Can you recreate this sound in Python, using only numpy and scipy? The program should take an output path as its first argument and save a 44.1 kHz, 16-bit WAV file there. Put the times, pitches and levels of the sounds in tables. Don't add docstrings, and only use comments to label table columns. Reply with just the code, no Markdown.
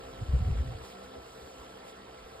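import sys
import numpy as np
from scipy import signal
from scipy.fft import irfft
from scipy.io import wavfile
from scipy.ndimage import uniform_filter1d

SR = 44100
rng = np.random.default_rng(int(sys.argv[2]) if len(sys.argv) > 2 else 0)


def unload_wav(signal):
    wavfile.write(
        sys.argv[1],
        SR,
        np.round(np.clip(np.atleast_2d(signal).T, -1, 1) * 32767).astype(np.int16),
    )


N = 105840
T = np.arange(N) / SR
HZ = np.fft.rfftfreq(N, 1 / SR)

# frequency_hz, density_db (per Hz)
LEAF_COLOUR = [(200, -25), (2000, -5), (4500, 2.5), (6500, 0.5), (7900, 2), (8900, -6), (12700, -4.5),
               (13500, -23), (15000, -7), (16000, -16)]
# time_s, level_db
LEAF_LEVEL = [(0, -62.5), (.6, -62.5), (1.0, -64), (1.17, -65.5), (1.33, -60.5), (1.6, -62), (1.85, -66.5),
              (2.05, -68), (2.35, -64)]
# centre_s, half_length_s, level_db
LEAF_SWISHES = [(0.856, 0.037, -54.5), (.91, 0.022, -55.5), (1.04, 0.022, -58.5), (1.885, 0.042, -55.5)]
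# frequency_hz, density_db (per Hz)
SWISH_COLOUR = [(100, 3), (500, 2), (1500, -1), (4000, 0.5), (8000, -5), (12500, -11.5), (16000, -18)]
# time_s, level_db
WIND_LEVEL = [(0, -55), (.17, -49.5), (.3, -42.5), (.45, -33.5), (.62, -38), (.72, -44), (.82, -52.5),
              (.88, -64), (1.0, -65), (1.1, -61.5), (1.5, -66), (1.75, -60), (1.95, -64.5), (2.4, -60.5)]
# centre_s, half_length_s, peak_level_db, pitch_hz
WIND_BUFFETS = [(0.226, 0.012, -31, 100.8), (0.236, 0.016, -41.5, 57.1), (0.298, 0.011, -28, 71.8),
                (0.34, 0.01, -47.5, 265), (0.344, 0.014, -29.5, 135.2), (.352, 0.025, -21.5, 63.33),
                (0.41, 0.0088, -38.5, 155), (.422, .015, -23.5, 71.5), (.46, 0.011, -32.5, 70.3),
                (0.483, 0.023, -29, 88.33), (0.503, 0.011, -35.5, 140), (0.519, 0.012, -25, 67.65),
                (.562, 0.019, -28.5, 62.54), (0.586, 0.018, -38.5, 125), (0.608, 0.021, -26.5, 67.75),
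                (0.668, .013, -34.5, 118), (0.686, 0.016, -38, 60), (0.711, .023, -39.5, 112.8),
                (0.756, 0.02, -40, 90), (0.802, 0.032, -49, 64.7), (0.823, .016, -51, 124.8),
                (1.048, 0.016, -52, 65), (1.193, 0.011, -53, 84.7), (1.438, 0.021, -53, 72.2),
                (1.611, 0.019, -51, 55.4), (2.244, 0.032, -56, 49.9)]
# frequency_hz, density_db (per Hz)
WIND_COLOUR = [(15, -50), (30, -19), (44, -7.5), (66, 0), (85, -10), (125, -7), (165, -24.5), (230, -22),
               (400, -64), (1500, -90)]
# pitch_hz, left_db, right_db
FAINT_HIGH_TONES = [(7970, -85, -88), (8105, -86, -89), (8908, -82, -91)]
# time_s, pitch_hz, level_db
WHINE_COURSE = [(0, 1328, 0.5), (.5, 1328, 0), (.63, 1327, -1.5), (.8, 1334, 0), (1.33, 1324, 0),
                (1.5, 1344, -1.5), (1.85, 1335, -0.5), (2.4, 1328, 0)]
# multiple (of the pitch), left_db, right_db, left_phase_lead_rad
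WHINE_PARTS = [(.5, -65.5, -64.5, -0.88), (1, -58, -71, -0.87)]
# centre_s, half_length_s, peak_level_db, pitch_hz
RUSH_SURGES = [(0.218, 0.028, -54, 713), (0.445, 0.058, -52, 742), (0.73, 0.035, -54, 736),
               (0.959, 0.026, -54.5, 725), (1.05, 0.024, -53, 486), (1.169, 0.028, -47.5, 480),
               (1.636, .008, -57, 950), (1.766, 0.016, -50.5, 479), (1.878, 0.039, -55, 531)]
# frequency_hz, density_db (per Hz)
RUSH_COLOUR = [(25, -29), (60, -21), (170, -4.5), (330, -4), (480, 3), (620, -2), (780, 1.5), (930, -5.5),
               (1100, -3), (1700, -9), (2300, -11), (3200, -11), (5200, -18.5), (6500, -31.5),
               (9000, -29.5), (16000, -74)]
# time_s, level_db
RUSH_LEVEL = [(0, 0), (.4, 1.3), (.85, 0.2), (1.15, -0.9), (1.45, -1.6), (1.9, -0.3), (2.4, -1.5)]
# time_s, rate_hz
BLADE_PASS_RATE = [(0, 65.4), (.15, 65.4), (.35, 66.29), (.65, 65.68), (.87, 64.05), (1.15, 65.25),
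                   (1.55, 64.8), (1.8, 64.07), (1.95, 64.68), (2.2, 63.7), (2.4, 64.1)]
# multiple, level_db
HUM_HARMONICS = [(1, -69.5), (2, -69), (3, -63.5), (4, -63), (5, -66), (6, -61), (7, -59.5), (8, -60),
                 (9, -70), (10, -67), (11, -65.5), (12, -69.5)]
# time_s, level_db
HUM_SWELL = [(0, 2.5), (.55, 1.5), (.74, 1.5), (.87, -3), (1.0, 0.5), (1.18, 1), (1.28, -1), (1.6, -3),
             (1.82, -5), (2.1, -3.5), (2.4, -5.5)]
# speed_offset_share, relative_level_db, speed_drift_share
ROTOR_SET = [(0, 0.5, .0025), (-.012, -8.5, 0.0093), (.018, -9.5, 0.0093), (-.035, -10, 0.0126)]
# frequency_hz, likeness_0_to_1, left_minus_right_db
CHANNEL_MATCH = [(60, 1, -2), (400, 1, 2.5), (780, 0.7, -1), (1010, 0.46, -10), (1600, 0.63, -1),
                 (3220, 0.58, -3), (4300, 0.46, -3), (5030, 1, -1.5), (5300, 1, 1.5), (6660, 1, 0.5),
                 (6600, 0, -1), (7400, 1, -0.5), (9050, 0.34, -0.5), (15000, 0.45, 0.5)]
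# frequency_hz, phase_rad
CHANNEL_PHASE = [(20, 3), (300, -0.4), (600, -1.7), (1150, -2.21), (1600, 0), (2500, 2), (3500, 1.74),
                 (4500, 0.77), (5200, 1.5), (5600, 3), (6400, 3), (7500, 7), (8700, 4.5), (10500, 8.5),
                 (12200, 6.6), (13500, 9.5), (16000, 9)]


def amp(db):
    return 10 ** (np.asarray(db) / 20)


def unit(x):
    return x / np.sqrt(np.mean(abs(x) ** 2) + 1e-20)


def curve(points):
    return np.interp(T, *np.transpose(points))


def read(points, axis=1):
    table = np.transpose(points)
    return np.interp(np.log(HZ + 1), np.log(table[0] + 1), table[axis])


def white():
    return rng.standard_normal(len(HZ)) + 1j * rng.standard_normal(len(HZ))


def wander(rate_hz):
    slow = white() * (HZ > 0) / (1 + (HZ / rate_hz) ** 4)
    return unit(irfft(slow, N))


def swells(rows):
    return sum(amp(db) * np.exp(-((T - s) / half) ** 2) for s, half, db in rows)


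def field_noise(colour):
    likeness = np.clip(read(CHANNEL_MATCH), 0, 1)
    tilt_db = read(CHANNEL_MATCH, axis=2) / 2
    left = white()
    right = likeness * left + np.sqrt(1 - likeness ** 2) * white()
    right = right * np.exp(-1j * read(CHANNEL_PHASE))
    both = np.array([left * amp(tilt_db), right * amp(-tilt_db)])
    return unit(irfft(both * amp(read(colour)), N))


def patchy(x, depth_db):
    z = signal.stft(x, nperseg=256, noverlap=192)[2]
    patches = rng.standard_normal(z.shape[1:])
    patches = uniform_filter1d(patches, size=3, axis=0)
    patches = uniform_filter1d(patches, size=14, axis=1)
    uneven = z * amp(depth_db * unit(patches))
    return unit(signal.istft(uneven, nperseg=256, noverlap=192)[1][:, :N])


def leaves(flutter_db=0.5, grain_db=0.3, hiss_patchy_db=2.0, swish_patchy_db=1.8):
    hiss_level = amp(curve(LEAF_LEVEL) + flutter_db * wander(rate_hz=17))
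    hiss = patchy(field_noise(LEAF_COLOUR), hiss_patchy_db) * hiss_level
    swish = patchy(field_noise(SWISH_COLOUR), swish_patchy_db) * swells(LEAF_SWISHES)
    return (hiss + swish) * amp(grain_db * wander(rate_hz=340))


def buffeting(apart_db=-15, evenness=0.27, blur_rad=0.39):
    colour = amp(read(WIND_COLOUR))
    eddies = unit(np.fft.ifft(white() * colour, N))
    size = np.sqrt(abs(uniform_filter1d(abs(eddies) ** 2, size=700)) + 1e-6)
    pressure = amp(curve(WIND_LEVEL))
    push = pressure * unit(eddies.real / size ** evenness)
    power = pressure ** 2
    phase_wander = blur_rad * wander(rate_hz=54)
    for s, half, db, hz in WIND_BUFFETS:
        swell = swells([(s, half, db)])
        swing = np.cos(2 * np.pi * (hz * T + rng.random()) + phase_wander)
        push = push + np.sqrt(2) * swell * swing
        power = power + swell ** 2
    apart_noise = unit(irfft(white() * colour * np.sqrt(np.minimum(HZ, 200)), N))
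    apart = amp(apart_db) * np.sqrt(power) * apart_noise
    return np.array([push + apart, push - apart])


def high_tones(fade_db=1.4):
    out = np.zeros((2, N))
    for hz, left_db, right_db in FAINT_HIGH_TONES:
        level = amp([[left_db], [right_db]]) * amp(fade_db * wander(rate_hz=10.0))
        out += level * np.cos(2 * np.pi * hz * T + 0.95 * wander(rate_hz=5.4))
    return np.sqrt(2) * out


def motors(jitter_share=0.0014, fade_db=1.4):
    s, hz, db = np.transpose(WHINE_COURSE)
    pitch_hz = np.interp(T, s, hz) * (1 + jitter_share * wander(rate_hz=48))
    angle = 2 * np.pi * np.cumsum(pitch_hz) / SR
    out = np.zeros((2, N))
    for k, left_db, right_db, lead in WHINE_PARTS:
        phase = round(2 * k) / 2 * angle
        level = amp(np.interp(T, s, db) + fade_db * wander(rate_hz=20))
        left = amp(left_db) * np.cos(phase + lead)
        right = amp(right_db) * np.cos(phase)
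        out += level * np.array([left, right])
    return np.sqrt(2) * out


def surges(lead_rad=1.55, blur_rad=0.7, width_hz=37):
    out = np.zeros((2, N))
    for s, half, db, hz in RUSH_SURGES:
        phase = 2 * np.pi * (hz * T + rng.random()) + blur_rad * wander(width_hz)
        out += swells([(s, half, db)]) * np.cos([phase + lead_rad, phase])
    return np.sqrt(2) * out


def rotors(lag_s=0.00039, fade_db=3.0, rush_db=-50, rush_patchy_db=2.0, chop_depth=0.105):
    hum, chop = np.zeros((2, N)), np.zeros(N)
    for offset, rotor_db, drift in ROTOR_SET:
        hz = curve(BLADE_PASS_RATE) * (1 + offset + drift * wander(rate_hz=4.33))
        turns = np.cumsum(hz) / SR + rng.random()
        chop += amp(rotor_db) * np.cos(2 * np.pi * turns)
        at_ports = np.array([turns - lag_s * hz, turns])
        for k, db in HUM_HARMONICS:
            fade = unit(amp(fade_db * wander(rate_hz=6.6)))
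            tone = np.cos(2 * np.pi * (round(k) * at_ports + rng.random()))
            hum += amp(db + rotor_db) * fade * tone
    rush_level = amp(rush_db + curve(RUSH_LEVEL) + 0.36 * wander(rate_hz=17))
    rush = rush_level * patchy(field_noise(RUSH_COLOUR), rush_patchy_db)
    chopped_rush = rush * (1 + chop_depth * unit(chop))
    return hum * np.sqrt(2) * amp(curve(HUM_SWELL)) + chopped_rush


def scene():
    return leaves() + buffeting() + high_tones() + motors() + surges() + rotors()


def record(dry, edge_hz=15800):
    low_pass = signal.firwin(511, edge_hz, window=("kaiser", 9), fs=SR)
    return signal.oaconvolve(dry, low_pass[None], "same")


dry = scene()
out = record(dry)
unload_wav(out)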